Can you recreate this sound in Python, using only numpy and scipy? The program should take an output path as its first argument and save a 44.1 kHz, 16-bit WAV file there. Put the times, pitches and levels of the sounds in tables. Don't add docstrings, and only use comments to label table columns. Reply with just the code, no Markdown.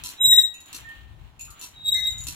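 import sys
import numpy as np
from scipy import signal
from scipy.fft import rfft, irfft
from scipy.io import wavfile
from scipy.ndimage import uniform_filter1d

SR = 44100
rng = np.random.default_rng(int(sys.argv[2]) if len(sys.argv) > 2 else 0)


def store_pcm(level_fs):
    pcm = np.round(np.clip(level_fs, -1, 1) * 32767).astype(np.int16)
    wavfile.write(sys.argv[1], SR, np.atleast_2d(pcm).T)


N = 103635
T = np.arange(N) / SR

# t/s, f/Hz, level/dB before the trim, overtone lift/dB
FIRST_TURN = [(.16,3835,-60,-10),(.197,3835,-35,-14),(.213,3824,-16,-3),(.228,3820,-21,3),(.252,3824,-10,-2),(.275,3828,-17,5),(.30,3832,-16,8),(.335,3803,-8,-5),(.355,3785,-19,3),(.387,3802,-7,-9),(.415,3812,-20,0),(.45,3808,-19,-6),(.49,3805,-34,-8),(.6,3805,-52,-14),(.73,3805,-62,-20)]
SECOND_TURN = [(1.735,3850,-62,-21),(1.765,3797,-47,-22),(1.835,3804,-41.5,-15.5),(1.86,3796,-26.5,-3.5),(1.89,3823,-16,-6.5),(1.911,3840,-34.5,4),(1.928,3788,-16,-4),(1.97,3778,-23,-6),(2.01,3804,-28.5,-2.5),(2.035,3793,-25.5,-16.5),(2.07,3789,-19,-4),(2.14,3757,-35.5,-8),(2.2,3780,-41.5,-15),(2.27,3770,-56.5,-18)]
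# level/dB re the fundamental before the lift, pan/dB
SQUEAL_OVERTONES = [(-13,13),(-18,7.5),(-19,6)]
SQUEAL_TRIM_DB, SQUEAL_HISS_DB, SQUEAL_JITTER, SQUEAL_WET = -0.5, -40, 0.0034, 3.2

def axle_squeal(gesture, pull):
    times, hz, db, lift_db = np.array(gesture).T
    sounding = (T > times[0]) & (T < times[-1])
    envelope = slew(slew(undb(np.interp(T, times, db)) * sounding))
    pitch = np.interp(T, times, hz) * (1 + SQUEAL_JITTER * walk(250))
    phase = 2 * np.pi * np.cumsum(pitch) / SR + .3 * pull
    lift = slew(np.interp(T, times, lift_db))
    out = drum_ring(envelope, np.sin(phase), SQUEAL_WET) * pan(3)
    for k, (overtone_db, pan_db) in enumerate(SQUEAL_OVERTONES, 2):
        overtone_envelope = envelope * undb(overtone_db + lift)
        out += drum_ring(overtone_envelope, np.sin(k * phase), SQUEAL_WET) * pan(pan_db)
    hiss = undb(SQUEAL_HISS_DB) * envelope * wall(noise(), tilt_db=3.5)
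    return undb(SQUEAL_TRIM_DB) * (out + hiss)


# t/s, grip length/s, f/Hz, relative level/dB, pitch roughness,
# bite (scales the overtones and the pull on the squeal)
GROANS = [(.306,.022,1915,-35,.018,.2),(.366,.016,1915,-37,.05,.25),(.835,.08,1820,-42,.001,0),(1.935,.06,2053,-32,.012,.45)]
GROAN_OVERTONES = [-3.5,-7,-18.5]
GROAN_ATTACK_S, GRIP_RELEASE_S, GROAN_T60_S, GROAN_FLUTTER_DB = 0.026, 0.02, 0.64, 1.5

def crank_groan():
    out, pull = 0, 0
    for start, length, hz, db, roughness, bite in GROANS:
        rise = np.sin(np.pi / 2 * np.clip((T - start) / GROAN_ATTACK_S, 0, 1)) ** 2
        since_release = np.maximum(T - start - length, 0)
        grip = rise * np.exp(-since_release / GRIP_RELEASE_S)
        tail = rise * np.exp(-np.log(1000) * since_release / GROAN_T60_S)
        pitch = hz * (1 + roughness * grip * walk(400))
        phase = 2 * np.pi * np.cumsum(pitch) / SR
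        overtones = sum(undb(level) * np.sin(k * phase) for k, level in enumerate(GROAN_OVERTONES, 2))
        tone = np.sin(phase) + bite * grip * overtones
        envelope = undb(db + GROAN_FLUTTER_DB * walk(45)) * (0.41 * grip + 0.57 * tail)
        out += drum_ring(envelope, tone, wet=1.6)
        pull += bite * grip * np.sin(phase)
    return out, pull


def drum_ring(envelope, tone, wet):
    direct = envelope * tone
    ringing = signal.fftconvolve(direct[None], noise() * fade(t60=.3), axes=1)[:, :N]
    blend = unit(unit(direct) + wet * unit(ringing))
    window = np.hanning(1500)
    slow_power = signal.fftconvolve(np.mean(blend ** 2, axis=0), window, mode="same") / window.sum()
    return envelope * blend / np.sqrt(np.abs(slow_power) + 1e-9)


# f/Hz, relative level/dB
WALL_RESONANCES = [(280,-3),(950,-7),(1330,-7.5),(1800,-12),(2650,-3),(3150,-2.5),(3650,0.5),(4120,4.5),(4470,0.5),(5280,0),(5970,-3),(6400,0),(7020,2),(7350,-3),(7980,1),(8620,-3.5),(9360,-2),(10300,0),(11200,-0.5),(12000,-2.5),(12950,-3.5),(14050,-6),(15100,-10.5)]

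def wall(x, tilt_db=0):
    f = np.fft.rfftfreq(N, 1 / SR)
    power = 0
    for hz, db in WALL_RESONANCES:
        detuning = 2 * (f - hz) / (200 + 0.039 * hz)
        peak = undb(db + tilt_db * np.log2(hz))
        power += (peak / (1 + detuning ** 2) ** 1.5) ** 2
    return unit(irfft(rfft(x) * np.sqrt(power), N))


# t/s, level/dB
STONE_HITS = [(0.037,-37.5),(0.047,-37),(.06,-34.5),(.089,-37),(0.729,-40),(0.746,-35.5),(1.613,-39.5),(1.626,-41.5),(1.638,-38.5),(2.269,-36.5),(2.284,-31)]
# f/Hz, level/dB re the hit, t60/s
CLEAR_MODES = [(994,-21,0.17),(2729,-9,0.11),(5880,-10,.25),(7060,-22.5,0.48),(7540,-18,0.35)]
WASH_T60_S, CRACK_T60_S, CRACK_DB, GRIT_PER_S = 0.21, .015, -2, 3500

def stones():
    power = 0
    for start, db in STONE_HITS:
        crack = undb(CRACK_DB) * fade(CRACK_T60_S, start)
        power += (undb(db) * (crack + fade(WASH_T60_S, start))) ** 2
    grit = np.sqrt(power) * wall(grains(GRIT_PER_S))
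    ringing = sum(undb(db) * ring(CLEAR_MODES, start) for start, db in STONE_HITS)
    return (grit + ringing) * pan(1.5)


# t/s, click level/dB, relative ring level/dB
CLINKS = [(.541,-49.5,-50.5),(0.604,-50,-55),(.658,-53.5,-63),(0.681,-54,-70),(.888,-57,-97),(1.394,-47.5,-51),(1.41,-41,-42.5),(1.45,-46,-64),(1.504,-45,-56),(1.594,-50,-50),(2.107,-45.5,-43.5),(2.181,-50,-40.5),(2.206,-44.5,-42.5),(2.238,-42,-49)]
# f/Hz, relative level/dB, t60/s
CLINK_MODES = [(6850,-4,.33),(7004,-2,.35),(7370,-6,.2)]
CLICK_T60_S, CLINK_RING_GAIN = 0.15, 1.73

def clinks():
    power = sum((undb(db) * fade(CLICK_T60_S, start)) ** 2 for start, db, _ in CLINKS)
    ringing = sum(undb(db) * ring(CLINK_MODES, start) for start, _, db in CLINKS)
    clicks = np.sqrt(power) * wall(noise(), tilt_db=3.5)
    return (clicks + CLINK_RING_GAIN * ringing) * pan(2)


# t/s, decay/s, centre f/Hz, width/Hz, level/dB
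RUBS = [(0,.04,2550,200,-58),(0.538,0.067,2670,205,-49),(.88,.2,3050,350,-58.5),(1.39,.09,2625,247,-47.5),(1.475,.1,1280,220,-52)]
RUB_ATTACK_S = 0.0058

def bearing_rubs():
    out = 0
    for start, decay, hz, width, db in RUBS:
        resonance = signal.butter(2, [hz - width / 2, hz + width / 2], "band", fs=SR, output="sos")
        scuff = unit(signal.sosfilt(resonance, noise()))
        attack = np.clip((T - start) / RUB_ATTACK_S, 0, 1)
        out += undb(db) * scuff * attack * np.exp(-((T - start) / decay) ** 2)
    return out


# t/s, level/dB
SOIL_SWELLS = [(0,-47),(.2,-56.5),(.5,-64.5),(.7,-53),(.85,-49.5),(.97,-54.5),(1.15,-65),(1.33,-69),(1.52,-54.5),(1.75,-56),(2.1,-62.5),(2.35,-47.5)]
# f/Hz, relative level/dB
SOIL_COLOUR = [(150,-15),(300,-10),(500,-18.5),(950,-9.5),(1600,-8.5),(2100,-10),(2800,-5.5),(4200,-12),(4900,-27.5),(7200,-21),(9000,-29.5),(16000,-23.5)]
SOIL_GRAINS_PER_S, SOIL_FLICKER_DB = 7500, 3

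def soil():
    patter = colour(grains(SOIL_GRAINS_PER_S), SOIL_COLOUR)
    level_db = np.interp(T, *np.array(SOIL_SWELLS).T) + SOIL_FLICKER_DB * walk(30)
    return patter * undb(level_db)


# t/s, level/dB
GUSTS = [(0,-56),(.04,-47.5),(.12,-66.5),(.29,-51),(.48,-62.5),(.7,-70.5),(.83,-47),(.92,-59),(1,-49.5),(1.25,-45.5),(1.36,-56.5),(1.47,-51.5),(1.64,-63),(1.9,-48.5),(2.05,-49),(2.2,-42),(2.35,-43.5)]
# f/Hz, relative level/dB
WIND_COLOUR = [(20,-23),(35,-3.5),(50,3.5),(80,0),(130,-6.5),(200,-19),(400,-40),(1000,-59.5)]

def wind():
    rumble = colour(noise(side=0.67), WIND_COLOUR)
    return rumble * undb(np.interp(T, *np.array(GUSTS).T)) * pan(9)


def bump(start=.274, hz=135, db=-35, t60=.12):
    return undb(db) * fade(t60, start) * np.sin(2 * np.pi * hz * (T - start))


# f/Hz, relative level/dB
AIR_COLOUR = [(60, 0.5), (150, -1), (300, -1), (500, -10), (850, -3.5), (1500, -13), (4000, -23),
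              (16000, -37.5)]

def garden_air(db=-60.5):
    return undb(db) * colour(diffuse_noise(), AIR_COLOUR)


def ring(modes, start):
    first = int(start * SR)
    span = slice(first, first + SR // 2)
    waver = .002 * np.cumsum(walk(300))[span] / SR
    t, out = T[span], np.zeros((2, N))
    for hz, db, t60 in modes:
        cycles = hz * (t + rng.choice([-1, 1]) * waver) + rng.random((2, 1))
        decay = np.exp(-np.log(1000) * (t - start) / t60)
        out[:, span] += np.sqrt(2) * undb(db) * decay * np.sin(2 * np.pi * cycles)
    return out


def grains(per_s):
    return diffuse_noise() * (rng.random(N) < per_s / SR)


def diffuse_noise():
    mid, side = rng.standard_normal((2, N))
    width = np.clip(np.fft.rfftfreq(N, 1 / SR) / 1100, .25, 1)
    side = irfft(rfft(side) * width, N)
    return np.array([mid + side, mid - side])


def noise(side=1):
    mid, spread = rng.standard_normal((2, N))
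    return np.array([mid + side * spread, mid - side * spread])


def colour(x, points):
    octave = np.log2(np.maximum(np.fft.rfftfreq(N, 1 / SR), 1))
    hz, db = np.array(points).T
    gain = undb(np.interp(octave, np.log2(hz), db))
    return unit(irfft(rfft(x) * gain, N))


def walk(rate):
    steps = np.interp(T * rate, np.arange(8000), rng.standard_normal(8000))
    return unit(uniform_filter1d(steps, int(SR / rate)))


def slew(curve, seconds=.005):
    return uniform_filter1d(curve, int(seconds * SR))


def fade(t60, start=0):
    return (T >= start) * np.exp(-np.log(1000) * np.maximum(T - start, 0) / t60)


def pan(db):
    return undb(np.array([[db], [-db]]) / 2)


def unit(x):
    return x / np.sqrt(np.mean(x ** 2, axis=-1, keepdims=True))


def undb(db):
    return 10 ** (np.asarray(db) / 20)


def scene():
    groan, pull = crank_groan()
    squeals = axle_squeal(FIRST_TURN, pull) + axle_squeal(SECOND_TURN, pull)
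    return squeals + groan + bearing_rubs() + stones() + clinks() + soil() + wind() + bump() + garden_air()


def record(dry):
    return signal.sosfilt(signal.ellip(8, .2, 80, 16000, fs=SR, output="sos"), dry)


dry = scene()
out = record(dry)
store_pcm(out)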